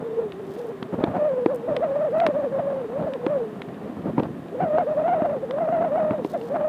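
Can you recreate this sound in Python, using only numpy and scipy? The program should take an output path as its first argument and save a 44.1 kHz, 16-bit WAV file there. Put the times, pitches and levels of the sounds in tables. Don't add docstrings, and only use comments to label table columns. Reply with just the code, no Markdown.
import sys
import numpy as np
from scipy import signal
from scipy.fft import rfft, irfft, next_fast_len
from scipy.io import wavfile
from scipy.ndimage import map_coordinates

SR = 44100
rng = np.random.default_rng(int(sys.argv[2]) if len(sys.argv) > 2 else 0)


def waveform_to_disk(signal):
    frames = np.transpose(np.atleast_2d(signal))
    scaled = np.clip(frames, -1, 1) * 32767
    samples = np.round(scaled).astype(np.int16)
    wavfile.write(sys.argv[1], SR, samples)


N = 294906

# f/Hz, level/dB per Hz
JET_COLOUR = [(60, -33), (200, -4), (500, 1.5), (850, -9), (1050, 3.5), (1500, -5.5), (1850, -3.5),
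              (2050, -10), (2600, -12.5), (3100, -14), (3900, -21), (4700, -26), (5500, -34), (9000, -45.5)]
# f/Hz, middle level/dB
ENGINE_WHINES = [(3560, -78), (3740, -78)]

# t/s, half length/s, level/dB
FINGER_BRUSHES = [(0.576, 0.11, -62.5), (6.281, .035, -62), (6.4, .13, -63)]
# f/Hz, level/dB per Hz
BRUSH_COLOUR = [(1500, -26.5), (3500, 6.5), (5000, 2.5), (7500, -2.5), (12000, -5.5), (15000, -3.5)]
# t/s, snap level/dB, bright tick level/dB
CASE_CLICKS = [(0.3208, -25.5, -63), (0.6685, -50, -50), (0.8277, -21, -68), (1.04, -15, -52.5),
               (1.4595, -23.5, -62), (1.5467, -54, -43), (1.5589, -52, -41.5), (1.7654, -12.5, -58.5),
               (2.1833, -34.5, -46.5), (2.2009, -15, -56), (2.265, -7.5, -62.5), (2.2732, -29, -44.5),
               (3.1357, -21.5, -78), (3.264, -19, -60), (3.6183, -18.5, -71.5), (4.1974, -24, -83.5),
               (4.233, -26.5, -85), (5.5092, -21.5, -59), (6.246, -25.5, -60), (6.413, -28, -73.5)]
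# f/Hz, level/dB
CLICK_COLOUR = [(200, -10), (900, 4), (2200, -1), (3500, -5.5), (5000, -17.5), (6500, -30.5), (9000, -30),
                (15000, -56.5)]
# f/Hz, level/dB
TICK_COLOUR = [(1000, -31.5), (4000, -5), (7000, 0.5), (10000, 3), (15000, -0.5)]
# t/s, peak level of the ring/dB, f/Hz the ring settles at
CASE_KNOCKS = [(0.823, -18.5, 225.3), (1.036, -8, 318), (1.459, -6, 338), (2.265, -17.5, 403),
               (2.285, -17, 313), (3.263, -10.5, 324), (4.178, -9.5, 306), (4.199, -13.5, 452),
               (5.218, -13, 262), (5.362, -21.5, 380), (6.106, -13.5, 268), (6.246, -13.5, 316)]
# f/Hz, level/dB
THUD_COLOUR = [(60, -10.5), (200, -6), (450, 1), (1000, 4.5), (1600, -12.5), (2400, -14), (4500, -40.5),
               (7000, -64)]

# f/Hz, level/dB per Hz
SQUALL_COLOUR = [(40, -42), (100, -12), (170, 2), (260, 1), (380, -8), (700, -26), (3000, -80)]
# t/s, level/dB, half length/s, bass relative to that level/dB
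HEAD_ON_PUFFS = [(0.022, -30, 0.017, -19), (0.942, -26, 0.016, -5), (1, -27, 0.017, -5.5),
                 (1.085, -30.5, .03, -4.5), (1.169, -27, .015, -7.5), (1.731, -30.5, 0.0448, -14),
                 (2.588, -32.5, .012, -14), (3.019, -30.5, 0.03704, -10), (3.859, -35, 0.044, -11),
                 (3.983, -33, 0.018, -7), (4.077, -27, .027, -9), (4.191, -21, .014, -11),
                 (4.244, -26.5, 0.023, -9.5), (4.63, -28, .025, -15.5), (6.12, -26.5, .013, -10.5)]
# f/Hz, level/dB per Hz
PUFF_COLOUR = [(30, -41), (80, -25), (150, 7.5), (280, 4), (500, 1.5), (850, -7.5), (1400, -18),
               (2500, -34), (4500, -45.5), (7000, -68.5), (15000, -85)]
# f/Hz, level/dB per Hz
PUFF_BASS_COLOUR = [(25, -14.5), (50, -15), (85, -0.5), (130, 5), (250, -10.5), (600, -57)]
# f/Hz, level/dB per Hz
BUFFET_COLOUR = [(20, -47), (40, -36), (70, -15), (110, -11.5), (170, 0), (260, -1), (400, -7.5),
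                 (700, -9.5), (1200, -32), (3000, -70)]
# f/Hz, level/dB per Hz
EDDY_COLOUR = [(200, -22.5), (500, 8.5), (800, 6.5), (1200, -4), (1600, -7.5), (2000, -17), (2800, -23),
               (4000, -34), (6000, -49), (15000, -62)]

# t/s, f/Hz
BREEZE_SPEED = [(0.0, 397.0), (0.05, 456.0), (0.2, 469.0), (0.33, 373.0), (0.88, 385.0), (1.12, 630.0),
                (1.45, 464.0), (1.62, 458.0), (1.92, 554.0), (2.22, 670.0), (2.33, 531.0), (2.7, 555.0),
                (3.3, 472.0), (3.6, 400.0), (4.5, 347.0), (4.66, 596.0), (5.14, 631.0), (5.44, 510.0),
                (5.75, 615.0), (6.1, 617.0), (6.25, 396.0), (6.48, 480.0), (6.56, 590), (6.69, 610)]
# peak t/s, length/s, rise in f/Hz
GUSTS = [(0.4, 0.03, 55), (0.611, 0.12, 117), (0.71, 0.035, 70), (1.031, 0.045, 197), (1.157, 0.037, 173),
         (1.269, 0.057, 50), (1.516, 0.052, 118), (1.696, 0.072, 126), (1.772, 0.047, 142),
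         (1.836, 0.052, 141), (2.009, 0.019, 52), (2.243, 0.033, 50), (2.388, 0.079, 59),
         (2.594, 0.033, 121), (2.993, 0.07, 101), (3.073, 0.03, 111), (3.133, 0.029, 70),
         (3.322, 0.12, 136), (4.554, 0.02, 80), (4.619, 0.062, 204), (4.791, 0.041, 154),
         (5.089, 0.061, 99), (5.136, 0.044, 77), (5.212, 0.018, 131), (5.251, 0.025, 126),
         (5.332, 0.019, 97), (5.436, 0.034, 82), (5.61, 0.098, 91), (5.687, 0.018, 87), (5.736, 0.038, 102),
         (5.858, 0.12, 111), (5.981, 0.026, 132), (6.158, 0.072, 88), (6.345, 0.047, 224),
         (6.552, 0.04, 110)]
# deepest t/s, length/s, drop in f/Hz
LULLS = [(1.783, 0.044, 166), (2.103, 0.047, 181), (2.486, 0.039, 75), (2.862, 0.1, 106),
         (3.177, 0.025, 123), (4.852, 0.037, 156), (4.959, 0.034, 74), (5.405, 0.064, 104),
         (5.468, 0.065, 78), (5.891, 0.07, 164)]
# t/s, effect on the tone level/dB
WIND_AIM = [(0.0, -6), (0.16, -1.5), (0.4, -6.5), (0.65, -10), (0.88, -8.5), (1.15, -16.1), (1.2, -2.5),
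            (1.7, -5.5), (1.9, -4), (2.5, -5), (3.1, -9), (3.38, -3.5), (3.7, -16.5), (4.45, -15.5),
            (4.6, -5.5), (5.13, -5), (5.5, -8.5), (6.05, -5), (6.3, -12), (6.69, -5.2)]
# multiple of its pitch, level relative to the tone/dB
WHISTLE_OVERTONES = [(2, -24), (3, -32), (4, -43)]
# f/Hz, level/dB per Hz
CAMERA_HISS_COLOUR = [(100, -4.5), (5000, -4), (8000, -4), (15000, -8)]

USUAL_HZ = 550


def amp(db):
    return 10 ** (np.asarray(db) / 20)


def unit(x):
    return x / np.sqrt(np.mean(x ** 2) + 1e-20)


def along(points, hz):
    f, value = np.transpose(points)
    return np.interp(np.log(hz + 1), np.log(f + 1), value)


def curve(rows):
    t, value = np.transpose(rows)
    return np.interp(np.arange(N) / SR, t, value)


def wobble(rate):
    knots = rng.standard_normal(int(N * rate / SR) + 4)
    return map_coordinates(knots, [np.arange(N) * rate / SR])


def swell(s, half):
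    return np.exp(-.5 * ((np.arange(N) / SR - s) / half) ** 4)


def filtered(x, response):
    m = next_fast_len(N + SR // 2)
    return irfft(rfft(x, m) * response(np.fft.rfftfreq(m, 1 / SR)), m)[:N]


def coloured(x, colour):
    return unit(filtered(x, lambda hz: amp(along(colour, hz))))


def rush(colour):
    return coloured(rng.standard_normal(N), colour)


def snap(colour, size=1024):
    cepstrum = irfft(np.log(amp(along(colour, np.fft.rfftfreq(size, 1 / SR)))))
    cepstrum[1:size // 2] *= 2
    cepstrum[size // 2 + 1:] = 0
    pulse = irfft(np.exp(rfft(cepstrum)))
    return pulse / np.abs(pulse).max()


def add(track, s, sound):
    part = track[round(s * SR):][:len(sound)]
    part += sound[:len(part)]


def engine_whine(centre_hz, half_width_hz=45):
    def response(hz):
        return 1 / (1 + ((hz - centre_hz) / half_width_hz) ** 2)
    return unit(filtered(rng.standard_normal(N), response))


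def jet(roar_db=-49):
    whine = sum(amp(db + 3 * wobble(3)) * engine_whine(hz) for hz, db in ENGINE_WHINES)
    roar = amp(roar_db + 0.92 * wobble(0.37)) * rush(JET_COLOUR)
    return whine + roar


def stray_clicks(per_s=3, peak_db=-38, spread_db=3):
    chosen = rng.random(N) < per_s / SR
    slips = chosen * amp(peak_db + spread_db * rng.standard_normal(N))
    return signal.fftconvolve(slips, snap(CLICK_COLOUR))[:N]


def brush(grain_db=3, grains_per_s=2500):
    level = sum(amp(db) * swell(s, half) for s, half, db in FINGER_BRUSHES)
    chosen = rng.random(N) < grains_per_s / SR
    grains = chosen * rng.standard_normal(N) * amp(grain_db * wobble(130))
    slips = amp(2.9 * rng.exponential(size=N).clip(0, 4))
    return level * coloured(grains * slips, BRUSH_COLOUR)


def clicks(click_db=-1, tick_db=7, t60=0.014):
    out, t = np.zeros(N), np.arange(SR // 50) / SR
    click, tick = snap(CLICK_COLOUR), snap(TICK_COLOUR)
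    for s, db, treble_db in CASE_CLICKS:
        crackle = .16 * rng.standard_normal(len(t)) * amp(-60 * t / t60)
        slip = (t == 0) + crackle
        pulse = amp(db + click_db) * click + amp(treble_db + tick_db) * tick
        add(out, s + .0007, np.convolve(slip, pulse))
    return out


def knocks(t60=0.023, attack_s=0.00057, sag=0.44, thud_db=-7, low_cut_hz=110):
    out, t = np.zeros(N), np.arange(SR // 10) / SR
    thud_pulse = snap(THUD_COLOUR)
    for s, db, hz in CASE_KNOCKS:
        sagging_hz = hz * (1 + sag * np.exp(-t / 0.0005))
        phase = 2 * np.pi * np.cumsum(sagging_hz) / SR
        ring = np.sin(phase) * amp(-60 * t / t60) * (1 - np.exp(-t / attack_s))
        burst = rng.standard_normal(len(t)) * amp(-60 * t / 0.018)
        thud = np.convolve(burst, thud_pulse)[:len(t)]
        knock = ring / np.abs(ring).max() + amp(thud_db) * thud / np.abs(thud).max()
        add(out, s + .002, amp(db) * knock)
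    return signal.sosfilt(signal.butter(2, low_cut_hz, "high", fs=SR, output="sos"), out)


def squall(middle_s=4.18, half_s=.2, level_db=-32.5, lumpy_db=2):
    level = amp(level_db + lumpy_db * wobble(40)) * swell(middle_s, half_s)
    return level * rush(SQUALL_COLOUR)


def puffs(rough_db=2.0):
    body = sum(amp(db) * swell(s, half) for s, db, half, _ in HEAD_ON_PUFFS)
    bass = sum(amp(db + bass_db) * swell(s, half) for s, db, half, bass_db in HEAD_ON_PUFFS)
    splutter = coloured(rng.standard_normal(N) * amp(rough_db * wobble(240)), PUFF_COLOUR)
    return body * splutter + bass * rush(PUFF_BASS_COLOUR)


def wind(speed_hz, buffet_db=-36, buffet_power=.7, buffet_db_per_s=0.55,
         eddy_db=-40.0, eddy_power=4, eddy_db_per_s=0.14):
    speed = speed_hz / USUAL_HZ
    from_middle = (np.arange(N) - N / 2) / SR
    lumps = wobble(70)
    buffet = unit(amp(2.0 * lumps) * rush(BUFFET_COLOUR))
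    buffet *= amp(buffet_db + buffet_db_per_s * from_middle)
    eddies = unit(amp(2.2 * lumps + 3.3 * wobble(260)) * rush(EDDY_COLOUR))
    eddies *= amp(eddy_db + eddy_db_per_s * from_middle)
    return speed ** buffet_power * buffet + speed ** eddy_power * eddies


def surges(rows, rising=.4):
    t = np.arange(N) / SR
    total = np.zeros(N)
    for s, length, hz in rows:
        width = length * np.where(t < s, rising, 1 - rising)
        total += hz * np.exp(-((t - s) / width) ** 2)
    return total


def whistle(speed_hz, drive_db, tone_db=-14, half_tone_hz=552.4, onset_power=5.3, flutter_db=2,
            fray_db=-21, hiss_db=-28, choke_db=3, overtone_power=0.85):
    slowness = USUAL_HZ / speed_hz
    upset = np.minimum(sum(swell(s, 1.5 * half) for s, _, half, _ in HEAD_ON_PUFFS), 1)
    hz = speed_hz * (1 + (.014 * slowness ** 2 + .05 * upset) * wobble(130))
    phase = 2 * np.pi * np.cumsum(hz * (1 + 0.01613 * wobble(330))) / SR
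    tone = np.sin(phase)

    overtones = sum(amp(db) * np.sin(k * phase + .85 * wobble(170)) for k, db in WHISTLE_OVERTONES)
    overtones = overtones / slowness ** overtone_power
    fray = amp(fray_db) * slowness * (wobble(200) * tone + wobble(200) * np.cos(phase))
    hiss = amp(hiss_db) * (hz / 650) ** 2 * (1 + .5 * tone) * rush(EDDY_COLOUR)

    flutter = flutter_db * slowness ** 1.5 * wobble(55)
    level_db = tone_db + curve(WIND_AIM) + drive_db + flutter - choke_db * upset
    onset = 1 / (1 + (half_tone_hz / speed_hz) ** onset_power)
    return np.sqrt(2) * amp(level_db) * onset * (tone + overtones + fray + hiss)


def scene(flurry_share=.024, flurries_per_s=95, flurry_db=1.22, gust_db_per_hz=0.0091):
    gust_hz, lull_hz, flurry = surges(GUSTS), surges(LULLS), wobble(flurries_per_s)
    speed_hz = (curve(BREEZE_SPEED) + gust_hz - lull_hz) * (1 + flurry_share * flurry)
    drive_db = gust_db_per_hz * gust_hz + flurry_db * flurry
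    handling = stray_clicks() + brush() + clicks() + knocks()
    air = squall() + puffs() + wind(speed_hz) + whistle(speed_hz, drive_db)
    return (jet() + handling + air)[None]


def record(dry, hiss_db=-66.0, low_cut_hz=55, top_hz=15400):
    cut = signal.sosfilt(signal.butter(2, low_cut_hz, "high", fs=SR, output="sos"), dry[0])
    hissing = cut + amp(hiss_db) * rush(CAMERA_HISS_COLOUR)
    return filtered(hissing, lambda hz: hz < top_hz)[None]


dry = scene()
out = record(dry)
waveform_to_disk(out)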